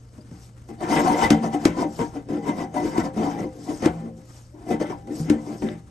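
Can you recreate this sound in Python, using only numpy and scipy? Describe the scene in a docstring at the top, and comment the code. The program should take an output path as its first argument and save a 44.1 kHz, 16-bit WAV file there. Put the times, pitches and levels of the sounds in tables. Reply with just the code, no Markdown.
"""A gloved hand stirs flour and dough crumbs round a steel bowl, heard close up in stereo.
It opens on light touches and two tiny glove squeaks. From 0.7 s the fingers dig in, dragging lumps over
the wall; the damped steel taps and rings, and knuckles knock hard at 1.3 and 1.65 s. The stirring
goes on in a hiss of flour, lulls just after 4 s, then returns for a last run of strokes and knocks.
Mains hum and kitchen room tone lie underneath throughout."""
import sys
import numpy as np
from scipy import signal
from scipy.fft import rfft, irfft, next_fast_len
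from scipy.io import wavfile
from scipy.ndimage import uniform_filter1d

SR = 44100
rng = np.random.default_rng(int(sys.argv[2]) if len(sys.argv) > 2 else 0)


def persist_wave(psi):
    """Save psi, clipped to +-1, as 16-bit WAV."""
    counts = np.round(np.clip(psi, -1, 1) * 32767).astype(np.int16)
    wavfile.write(sys.argv[1], SR, np.atleast_2d(counts).T)


N = 260190
STEP = 4  # rubbed modes ring at a quarter of the sample rate

# the bowl's modes in five groups, low to high: pitch_hz, rubbed_db, knocked_db, t60_s
SWAY_MODES = [(165, 0, -20, .35)]
BODY_MODES = [(226, -5, -6, .17), (258, -9, -20, .05), (298, 0, 0, .11), (345, -5, -14, .07)]
BELLY_MODES = [(462, 2, -13, .2), (519, -1, -20, .35), (594, -4, -24, .2)]
WALL_MODES = [(700, -8, -24, .07), (740, -1, -22, .1), (793, -4, -22, .35), (850, -14, -28, .05),
              (928, 2, -24, .12), (975, 2, -26, .09), (1040, 0, -26, .08)]
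RIM_MODES = [(1150, -5, -34, .07), (1358, -1, -30, .04), (1506, 0, -31, .035), (1620, -1, -33, .03),
             (1795, -1, -30, .04), (2000, 2, -30, .045), (2070, -5, -32, .035), (2290, -10, -36, .02),
             (2530, -13, -38, .02), (3080, -11, -40, .02), (3600, -17, -40, .012)]
BOWL_MODES = SWAY_MODES + BODY_MODES + BELLY_MODES + WALL_MODES + RIM_MODES
# finger strokes over the wall: start_s, rise_s, hold_s, push_db, scrape_db, grit_db, jolt_db
FINGER_STROKES = [(0.179, 0.0031, 0.0061, -45, -86, -90, -47.5), (0.3, 0.039, 0.0091, -47, -56, -61.5, -79),
                  (0.686, 0.018, 0.0068, -35.5, -49, -59, -37), (0.805, 0.025, 0.011, -29, -30, -44, -28.5),
                  (0.877, 0.038, 0.092, -21, -23, -33.5, -60), (1.028, 0.03, 0.076, -20.5, -22.5, -36, -56),
                  (1.139, 0.049, 0.027, -25, -22.5, -39.5, -60),
                  (1.204, 0.041, 0.0021, -23.5, -18.5, -27, -47),
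                  (1.305, 0.013, 0.008, -20.5, -23.5, -31.5, -58),
                  (1.421, 0.019, 0.022, -25.5, -27, -42.5, -60),
                  (1.526, 0.017, 0.0063, -29, -29.5, -41, -35.5), (1.59, 0.03, 0.035, -40, -39, -45.5, -60),
                  (1.646, 0.021, 0.0064, -22.5, -30, -35, -60), (1.754, 0.031, 0.041, -24, -27.5, -43, -56),
                  (1.812, 0.0037, 0.029, -24.5, -44, -61, -60),
                  (1.989, 0.022, 0.0062, -23.5, -27.5, -42.5, -24.5),
                  (2.135, 0.025, 0.012, -31.5, -39.5, -52.5, -54),
                  (2.286, 0.026, 0.057, -26, -43, -51, -32.5), (2.388, 0.07, 0.037, -28.5, -38, -51.5, -63),
                  (2.46, 0.028, 0.011, -25, -27.5, -42, -38), (2.554, 0.036, 0.033, -26.5, -32.5, -44, -52),
                  (2.741, 0.027, 0.037, -26.5, -33, -45, -30),
                  (2.795, 0.048, 0.035, -23.5, -33.5, -44.5, -60),
                  (2.908, 0.085, 0.013, -29.5, -27.5, -41, -60),
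                  (3.029, 0.015, 0.015, -27, -31.5, -45.5, -60),
                  (3.157, 0.022, 0.091, -24, -31.5, -46, -38), (3.223, 0.02, 0.096, -39, -36, -49.5, -60),
                  (3.345, 0.05, 0.012, -24, -38.5, -46.5, -43),
                  (3.414, 0.019, 0.0096, -28.5, -38, -50.5, -65), (3.53, 0.046, 0.058, -41, -51, -69, -66),
                  (3.67, 0.025, 0.013, -26, -34, -48.5, -62),
                  (3.821, 0.03, 0.012, -21.5, -27.5, -36.5, -22),
                  (3.936, 0.032, 0.02, -50, -45.5, -64, -46), (3.965, 0.017, 0.081, -46.5, -54, -64.5, -73),
                  (4.018, 0.045, 0.011, -34.5, -48, -68, -85),
                  (4.146, 0.018, 0.063, -50.5, -62.5, -76, -81),
                  (4.536, 0.009, 0.083, -46, -55.5, -67.5, -74),
                  (4.665, 0.026, 0.022, -27, -34.5, -49, -51),
                  (4.703, 0.014, 0.0095, -20.5, -29, -41.5, -28),
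                  (4.797, 0.0055, 0.023, -28, -33.5, -43.5, -57),
                  (4.855, 0.013, 0.025, -34.5, -50, -47, -63),
                  (4.897, 0.0061, 0.0094, -32, -33.5, -52, -36),
                  (5.071, 0.048, 0.0057, -28.5, -59, -56, -32.5),
                  (5.118, 0.049, 0.028, -39.5, -43.5, -62, -57),
                  (5.26, 0.051, 0.016, -24.5, -38.5, -43.5, -61),
                  (5.318, 0.017, 0.11, -49, -45.5, -65, -60),
                  (5.462, 0.015, 0.073, -34.5, -45.5, -57.5, -39),
                  (5.62, 0.019, 0.042, -25.5, -48, -48, -27),
                  (5.69, 0.013, 0.027, -35.5, -48.5, -53.5, -77)]


def rubbing():
    """Fingers drag dough round the bowl: push moves the low modes, scrape the wall, grit the rim."""
    # the counter under the bowl: pitch_hz, rubbed_db, knocked_db, t60_s
    counter_modes = [(69, 0, 0, 0.046)]
    jolt = jolts()
    force = stroke_force(push=1, fall_db_per_s=313, rest_db=-102) + amp(-7) * jolt
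    out = stick_slip(force, BODY_MODES, wander_db=5, bend=0.02, top_hz=412,
                     place_db=hand_position_db(BODY_MODES, column=1, log_spread=0.23))
    force = stroke_force(push=1, gain_db=-26.5, fall_db_per_s=200, rest_db=-53.5)
    out += stick_slip(force, counter_modes, wander_db=0, bend=0.059, top_hz=200)
    force = stroke_force(push=1, gain_db=-14, fall_db_per_s=91, rest_db=-85)
    out += stick_slip(force, SWAY_MODES, wander_db=0, bend=0.0092, top_hz=310)
    force = stroke_force(push=0.85, scrape=0.3, gain_db=-7.5, fall_db_per_s=306, rest_db=-63.5)
    out += stick_slip(force + amp(-2.5) * jolt, BELLY_MODES, wander_db=8.3, bend=0.0097, top_hz=696)
    force = stroke_force(scrape=1, fall_db_per_s=320, rest_db=-77) + amp(-2) * jolt
    out += stick_slip(force, WALL_MODES, wander_db=4, bend=0.011, top_hz=984,
                      place_db=hand_position_db(WALL_MODES, column=2, log_spread=0.15))
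    force = stroke_force(grit=1, fall_db_per_s=277, rest_db=-97) + amp(-19.5) * jolt
    return out + stick_slip(force, RIM_MODES, wander_db=4, bend=0.006, top_hz=3800)


def stick_slip(force, modes, wander_db, bend, top_hz, place_db=0):
    """Lumps stick and slip, ringing the modes with bumpy noise. The moving hand trades level among them,
    shifting dough bends their pitch, and the soft contact leaves little above top_hz."""
    force = (force * amp(1.58 * drift(20) + 1.05 * drift(150)))[::STEP]
    friction = force * rng.standard_normal((2, len(force)))
    shares = np.array([amp(db + wander_db * drift(8)[::STEP]) for _, db, _, _ in modes]) * amp(place_db)
    shares /= np.linalg.norm(shares, axis=0)
    ring = 0
    for (hz, _, _, t60), share in zip(modes, shares):
        pole = np.exp(-np.log(1000) / t60 * STEP / SR)
        bent_hz = hz * (1 + bend * drift(3.65)[::STEP])
        carrier = np.exp(2j * np.pi * np.cumsum(bent_hz) * STEP / SR)
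        envelope = signal.lfilter([np.sqrt(2 - 2 * pole * pole)], [1, -pole], friction * share / carrier)
        ring = ring + (carrier * envelope).real
    ring = signal.sosfilt(signal.butter(3, top_hz, fs=SR / STEP, output="sos"), ring)
    # even out the loudest chance swells of the noisy ringing
    ring_power, force_power = (uniform_filter1d(x ** 2, size=400) + 1e-12 for x in (ring[0], force))
    ring *= np.minimum(force_power / ring_power, 1) ** 0.062
    return signal.resample_poly(ring, STEP, 1, axis=1)[:, :N]


def stroke_force(fall_db_per_s, rest_db, push=0, scrape=0, grit=0, gain_db=0):
    """Each stroke rises, holds and releases; push, scrape and grit weight its three levels."""
    rise_db = 11.5  # a stroke starts this far under its full force
    t = np.arange(0, N / SR + .002, .001)
    power = amp(rest_db) ** 2
    for start, rise, hold, push_db, scrape_db, grit_db, _ in FINGER_STROKES:
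        rise = max(rise, .004)
        full_db = (push * push_db + scrape * scrape_db + grit * grit_db) / (push + scrape + grit)
        past_peak_s = t - start - rise
        under_db = np.maximum(-rise_db * past_peak_s / rise, fall_db_per_s * (past_peak_s - hold))
        power = power + amp(full_db + gain_db - np.maximum(under_db, 0)) ** 2
    return np.interp(np.arange(N) / SR, t, np.sqrt(power))


def jolts():
    """The fingers catch a lump as each stroke starts: a kick of force that fades fast."""
    out, t = np.zeros(N), np.arange(SR // 4) / SR
    for start, *_, jolt_db in FINGER_STROKES:
        add(out, start, amp(jolt_db) * np.exp(-t / 0.011) * attack(t, .001))
    return out


def hand_position_db(modes, column, log_spread):
    """Where the hand bears on the bowl decides which modes answer best; the rest lose up to 10.5 dB."""
    # pitches favoured as the hand travels: time_s, body_hz, wall_hz
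    hand_path = [(0.66, 244, 730), (0.83, 270, 800), (0.89, 228, 804), (0.98, 282, 880), (1.05, 252, 770),
                 (1.25, 293, 910), (1.31, 265, 726), (1.46, 229, 747), (1.58, 280, 700), (1.76, 276, 960),
                 (1.95, 250, 715), (1.97, 308, 859), (2.05, 306, 815), (2.09, 236, 834), (2.15, 300, 780),
                 (2.26, 266, 726), (2.32, 310, 738), (2.41, 244, 745), (2.47, 280, 880), (2.54, 244, 780),
                 (2.61, 292, 780), (2.68, 262, 744), (2.84, 300, 750), (2.89, 270, 865), (3.06, 275, 725),
                 (3.16, 223, 760), (3.25, 287, 830), (3.54, 261, 710), (3.75, 290, 776), (3.78, 242, 724),
                 (3.85, 299, 801), (3.91, 302, 680), (3.98, 227, 780), (4.1, 231, 710), (4.48, 238, 828),
                 (4.53, 293, 744), (4.94, 330, 830), (5.03, 260, 790), (5.13, 283, 720), (5.23, 225, 786),
                 (5.29, 278, 750), (5.54, 240, 820), (5.57, 260, 740), (5.85, 233, 784)]
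    path = np.array(hand_path)
    near_hz = np.interp(np.arange(0, N, STEP) / SR, path[:, 0], path[:, column])
    return [-10.5 * (1 - np.exp(-(np.log(hz / near_hz) / log_spread) ** 2)) for hz, *_ in modes]


def knuckle_knocks():
    """A short slap of glove on steel, then the soft blow rings the modes and thuds into the counter."""
    # knocks, with lifts for the sway mode, the modes of 200-240 Hz and those over 400 Hz:
    # start_s, blow_db, slap_db, thud_db, sway_lift_db, low_lift_db, high_lift_db, ring_ratio, pitch_ratio
    knocks = [(0.311, -31, -55, -34, 18.5, 12, 7, 0.36, 1.08), (1.25, -16, -45, -25, -5, 1, 0, 0.31, 0.87),
              (1.303, -4, -14, -20, -3.5, 3.5, -5.5, 1.7, 0.98),
              (1.542, -14, -50, -36, -22, -12, -17, 2.3, 0.99),
              (1.652, -2, -16, -22.5, -19, -19, -8.5, 0.5, 1.054),
              (1.68, -18.5, -45, -38, -10, 2, -6, 0.34, .97),
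              (1.997, -19.5, -43, -35, -2, 9.5, 6, 0.68, 1.06),
              (2.978, -7.5, -28.5, -24.5, -10, -5.5, -25, 0.62, 1.076),
              (3.829, -21.5, -56, -43, 5, 8, 8, 1.4, 1),
              (3.857, -6, -24.5, -22, -15, -14, -1.5, 0.46, 1.064),
              (4.809, -16.5, -46, -45, -20, -18, 12, 0.59, 1.08),
              (5.198, -17.5, -50, -30, 30.5, 15, 8, 0.51, 0.97),
              (5.298, -4, -23, -24.5, -17, -2, -11.5, 1.43, 1)]
    # tone of the slap: frequency_hz, level_db
    slap_eq = [(400, -5), (800, 1), (1500, 5), (3000, -5), (6000, -6), (9000, -9), (11000, -13),
               (12500, -22)]
    out, t = np.zeros((2, N)), np.arange(SR // 2) / SR
    hz, _, mode_db, t60 = np.transpose(BOWL_MODES)[..., None]
    t60 = np.where(hz < 200, 0.88, t60)  # the hand hardly damps the sway mode
    thud_hz = 49 + (167 - 49) * np.exp(-t / 0.022)
    thud = np.sin(2 * np.pi * np.cumsum(thud_hz) / SR) * np.exp(-t / 0.026) * attack(t, .005)
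    slap_t = t[:4096]
    slap_burst = np.exp(-(slap_t / .0045) ** 2) * (1 - np.exp(-(slap_t / .001) ** 2))
    slap_tail = 0.54 * np.exp(-slap_t / 0.012) * attack(slap_t, 0.0045)
    for start, blow_db, slap_db, thud_db, sway_db, low_db, high_db, ring_ratio, pitch_ratio in knocks:
        lift_db = np.select([hz < 200, hz < 240, hz > 400], [sway_db, low_db, min(high_db, 8)])
        envelopes = amp(mode_db + lift_db - 60 * t / (t60 * ring_ratio))
        loaded_hz = hz * pitch_ratio  # the load of dough retunes the bowl
        ring = (envelopes * np.sin(2 * np.pi * loaded_hz * t)).sum(0) * attack(t, 0.00098)
        add(out[0], start + .004, amp(blow_db) * ring / abs(ring).max())
        add(out[0], start + 0.0087, amp(thud_db) * thud)
        for row, noise in zip(out, shaped_noise(len(slap_t), slap_eq)):
            add(row, start, amp(slap_db) * noise * (slap_burst + slap_tail))
    return out


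def bowl_rings():
    """Single rings of the bowl's modes near one pitch: some short taps, some lingering."""
    # rings: start_s, level_db, pitch_hz, log_spread (natural log of frequency), ring_ratio
    rings = [(0.9, -24, 745, .03, 1.8), (0.925, -15.5, 930, 0.037, 2), (0.971, -27, 2034, 0.025, 4.2),
             (1.072, -15.5, 715, 0.051, 1.2), (1.099, -13, 955, 0.047, 1.2), (1.222, -9.5, 950, 0.12, 0.61),
             (1.222, -20, 793, .03, .4), (1.238, -16.5, 2040, 0.018, 3), (1.41, -20.5, 226, .04, 3.1),
             (1.538, -22, 750, 0.18, 0.24), (1.701, -31, 165, .04, 0.53), (1.773, -26, 800, 0.24, 0.35),
             (2.29, -46, 700, .3, 0.27), (2.377, -33, 530, .2, 0.25), (2.487, -37.5, 2110, 0.02, 7.1),
             (2.762, -19.5, 740, 0.023, 2), (2.765, -19.5, 970, .05, 1.7), (2.772, -34.5, 1980, 0.045, 4.3),
             (3.889, -31, 165, 0.036, 3.8), (3.9, -42, 520, 0.037, 1.4), (4.006, -31, 226, .04, 3.4),
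             (4.011, -44.5, 519, .03, 3.1), (4.04, -56, 740, 0.035, 2.3), (4.701, -24.5, 462, .04, 1.1),
             (4.71, -23.5, 740, .08, 0.72), (4.813, -17.5, 460, .1, 0.26), (4.906, -30, 740, 0.063, 0.76),
             (4.935, -41, 793, .02, 2.3), (5.118, -42, 515, 0.42, 0.61), (5.345, -35, 519, .03, 0.57),
             (5.687, -30, 1700, .25, 0.33), (5.688, -32, 3550, 0.11, 0.46)]
    out, t = np.zeros((2, N)), np.arange(SR // 3) / SR
    hz, mode_db, _, t60 = np.transpose(BOWL_MODES)[..., None]
    for start, level_db, pitch_hz, log_spread, ring_ratio in rings:
        nearness = np.exp(-(np.log(hz / pitch_hz) / max(log_spread, .02)) ** 2)
        envelopes = nearness * amp(mode_db - 60 * t / (ring_ratio * t60))
        ring = (envelopes * np.sin(2 * np.pi * hz * t)).sum(0) * attack(t, 0.0019)
        add(out[0], start, amp(level_db) * ring / abs(ring).max())
    return out


def flour_hiss():
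    """Flour slides on steel and the glove rustles through it: fine, flickering noise in drifting clumps."""
    # tone of the flour: frequency_hz, level_db
    flour_eq = [(880, 0.5), (2000, -9), (3200, -8), (4200, -7), (5300, 0.5), (6500, -2.5), (8500, -3.5),
                (10000, -12), (12000, -7.5)]
    hz, _, spectra = signal.stft(rng.standard_normal((2, N)), SR, nperseg=256)
    clumps = uniform_filter1d(rng.standard_normal(spectra.shape[1:]), size=5, axis=0)
    clumps = unit_rms(uniform_filter1d(clumps, size=9, axis=1))
    spectra *= amp(curve_at(flour_eq, hz)[:, None] + 2.77 * clumps)
    powder = signal.istft(spectra, SR, nperseg=256)[1][:, :N]
    powder *= amp(0.87 * drift(30) + 0.84 * drift(500))
    force = stroke_force(scrape=0.29, grit=0.73, gain_db=-4, fall_db_per_s=415, rest_db=-68)
    on_steel = steel_sheen(powder) * (force + amp(-21) * jolts())
    loose = unit_rms(powder[:, ::-1]) * glove_sweeps()  # reversed, so the two layers are unrelated
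    return on_steel + loose


def steel_sheen(noise):
    """The steel's high modes lift narrow peaks out of the sliding flour."""
    # high modes: pitch_hz, width_hz, lift_db
    peaks = [(2530, 28, 3), (3000, 55, 18.5), (3700, 37, 12), (4250, 53, 11), (4590, 50, 11.5),
             (5000, 49, 10.5), (5350, 52, 6.5), (5970, 54, 10.5), (6440, 79, 8), (7400, 85, 1),
             (7750, 44, 8), (9150, 61, 13)]
    bin_hz = np.fft.rfftfreq(N, 1 / SR)
    lift_db = sum(db / (1 + (2 * (bin_hz - hz) / width) ** 2) for hz, width, db in peaks)
    return unit_rms(irfft(rfft(noise) * amp(lift_db), N))


def glove_sweeps():
    """Each sweep of the glove through loose flour is a smooth swell in level."""
    # sweeps: middle_s, half_length_s, level_db
    sweeps = [(0.185, 0.016, -61), (0.34, 0.035, -58), (0.7, 0.031, -59), (0.438, 0.052, -51.5),
              (2, 0.092, -45), (2.875, 0.052, -46.5), (3.263, 0.03, -61), (3.73, 0.15, -46),
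              (4.18, 0.016, -60), (4.358, 0.11, -53), (5.188, 0.062, -42.5), (5.534, 0.16, -51.5)]
    t = np.arange(N) / SR
    return sum(amp(db) * np.exp(-((t - middle) / half) ** 2) for middle, half, db in sweeps)


def glove_squeaks():
    """The plastic glove gives short, thin chirps."""
    # squeaks: start_s, level_db, pitch_hz
    squeaks = [(0.206, -52, 4850), (0.41, -62, 5900)]
    out, t = np.zeros((2, N)), np.arange(SR // 30) / SR
    envelope = np.exp(-(t / 0.0043 - 1.5) ** 2)
    for start, db, hz in squeaks:
        add(out[0], start, amp(db) * envelope * np.sin(2 * np.pi * hz * t))
    return out


def kitchen_reverb(sound):
    """The small kitchen answers with a short diffuse tail."""
    t60_s, predelay_s = 0.9, .006
    t = np.arange(SR // 3) / SR
    tail = rng.standard_normal((2, len(t))) * amp(-60 * t / t60_s) * (t > predelay_s)
    return signal.oaconvolve(sound, tail / np.linalg.norm(tail[0]), axes=1)[:, :N]


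def room_tone():
    """Low room noise whose level flutters."""
    # tone of the room: frequency_hz, level_db
    room_eq = [(12, -63), (25, -18), (60, 3.5), (130, -2), (330, -6), (520, -24.5), (1080, -18.5),
               (3000, -32), (5000, -33.5), (9000, -30), (12000, -38.5)]
    return shaped_noise(N, room_eq) * amp(-53 + 3.8 * drift(16))


def mains_hum():
    """One low mains tone that wavers a little in pitch and level."""
    pitch_hz = 118.7 * (1 + 0.011 * drift(6.6))
    hum = np.sqrt(2) * amp(-48 + 0.5 * drift(3.6)) * np.sin(2 * np.pi * np.cumsum(pitch_hz) / SR)
    return hum * [[1], [0]]


def amp(db):
    return 10 ** (np.asarray(db) / 20)


def unit_rms(x):
    return x / np.sqrt(np.mean(x ** 2) + 1e-20)


def attack(t, rise_s):
    return 1 - np.exp(-t / rise_s)


def add(mix, start_s, sound):
    part = mix[round(start_s * SR):][:len(sound)]
    part += sound[:len(part)]


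def curve_at(points, hz):
    """Reads a curve along a log frequency axis."""
    point_hz, values = np.transpose(points)
    return np.interp(np.log(hz + 1), np.log(point_hz + 1), values)


def shaped_noise(length, eq):
    """Two rows of noise through an EQ curve, at rms 1."""
    gain = amp(curve_at(eq, np.fft.rfftfreq(length, 1 / SR)))
    return unit_rms(irfft(rfft(rng.standard_normal((2, length))) * gain, length))


def drift(top_hz):
    """Random wander of about rms 1, mostly slower than top_hz."""
    width = max(int(SR / 64 / top_hz / 2), 1)
    steps = unit_rms(uniform_filter1d(rng.standard_normal(N // 64 + 2), width))
    return np.interp(np.arange(N), np.arange(len(steps)) * 64, steps)


def scene():
    """The bowl in its kitchen. Row 0 reaches both sides; row 1 is scattered sound for the right only."""
    bowl = rubbing() + flour_hiss() + knuckle_knocks() + bowl_rings() + glove_squeaks()
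    return bowl + amp(-21.5) * kitchen_reverb(bowl) + room_tone() + mains_hum()


def record(dry):
    """Stereo width, balance and phase vary with frequency; then a soft clip and a band limit."""
    # how alike left and right sound: frequency_hz, coherence (0-1)
    likeness = [(25, .8), (60, .96), (150, .9), (300, .98), (500, .9), (800, .8), (1100, .35), (2000, .68),
                (5500, .55), (7500, .8), (11500, .99)]
    # balance: frequency_hz, left_minus_right_db
    balance = [(200, 0), (280, 3.8), (700, 3), (1100, 4.7), (5500, 5), (7500, 0)]
    # phase of left against right, opposite from about 9.4 to 11 kHz: frequency_hz, left_lead_turns
    left_lead = [(150, 0), (780, .07), (1080, .48), (1300, .9), (1550, .75), (2100, .95), (2600, 1.15),
                 (4300, 1.05), (5100, 1.17), (6000, 1), (8900, 1), (9400, .5), (10900, .5), (11300, 0)]
    size = next_fast_len(N + 4096)
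    hz = np.fft.rfftfreq(size, 1 / SR)
    direct, scattered = rfft(dry, size)
    coherence = curve_at(likeness, hz)
    right = coherence * direct + np.sqrt(1 - coherence ** 2) * scattered
    right *= np.exp(-2j * np.pi * curve_at(left_lead, hz))
    tilt = amp(curve_at(balance, hz) / 2)
    stereo = irfft(np.array([direct * tilt, right / tilt]), size)[:, :N]
    stereo = 1.3 * np.tanh(stereo / 1.3)  # the input stage rounds off the hardest knocks
    lowpass = signal.firwin(511, 11950, window=("kaiser", 9), fs=SR)
    return signal.oaconvolve(stereo, lowpass[None], "same")


dry = scene()
out = record(dry)
persist_wave(out)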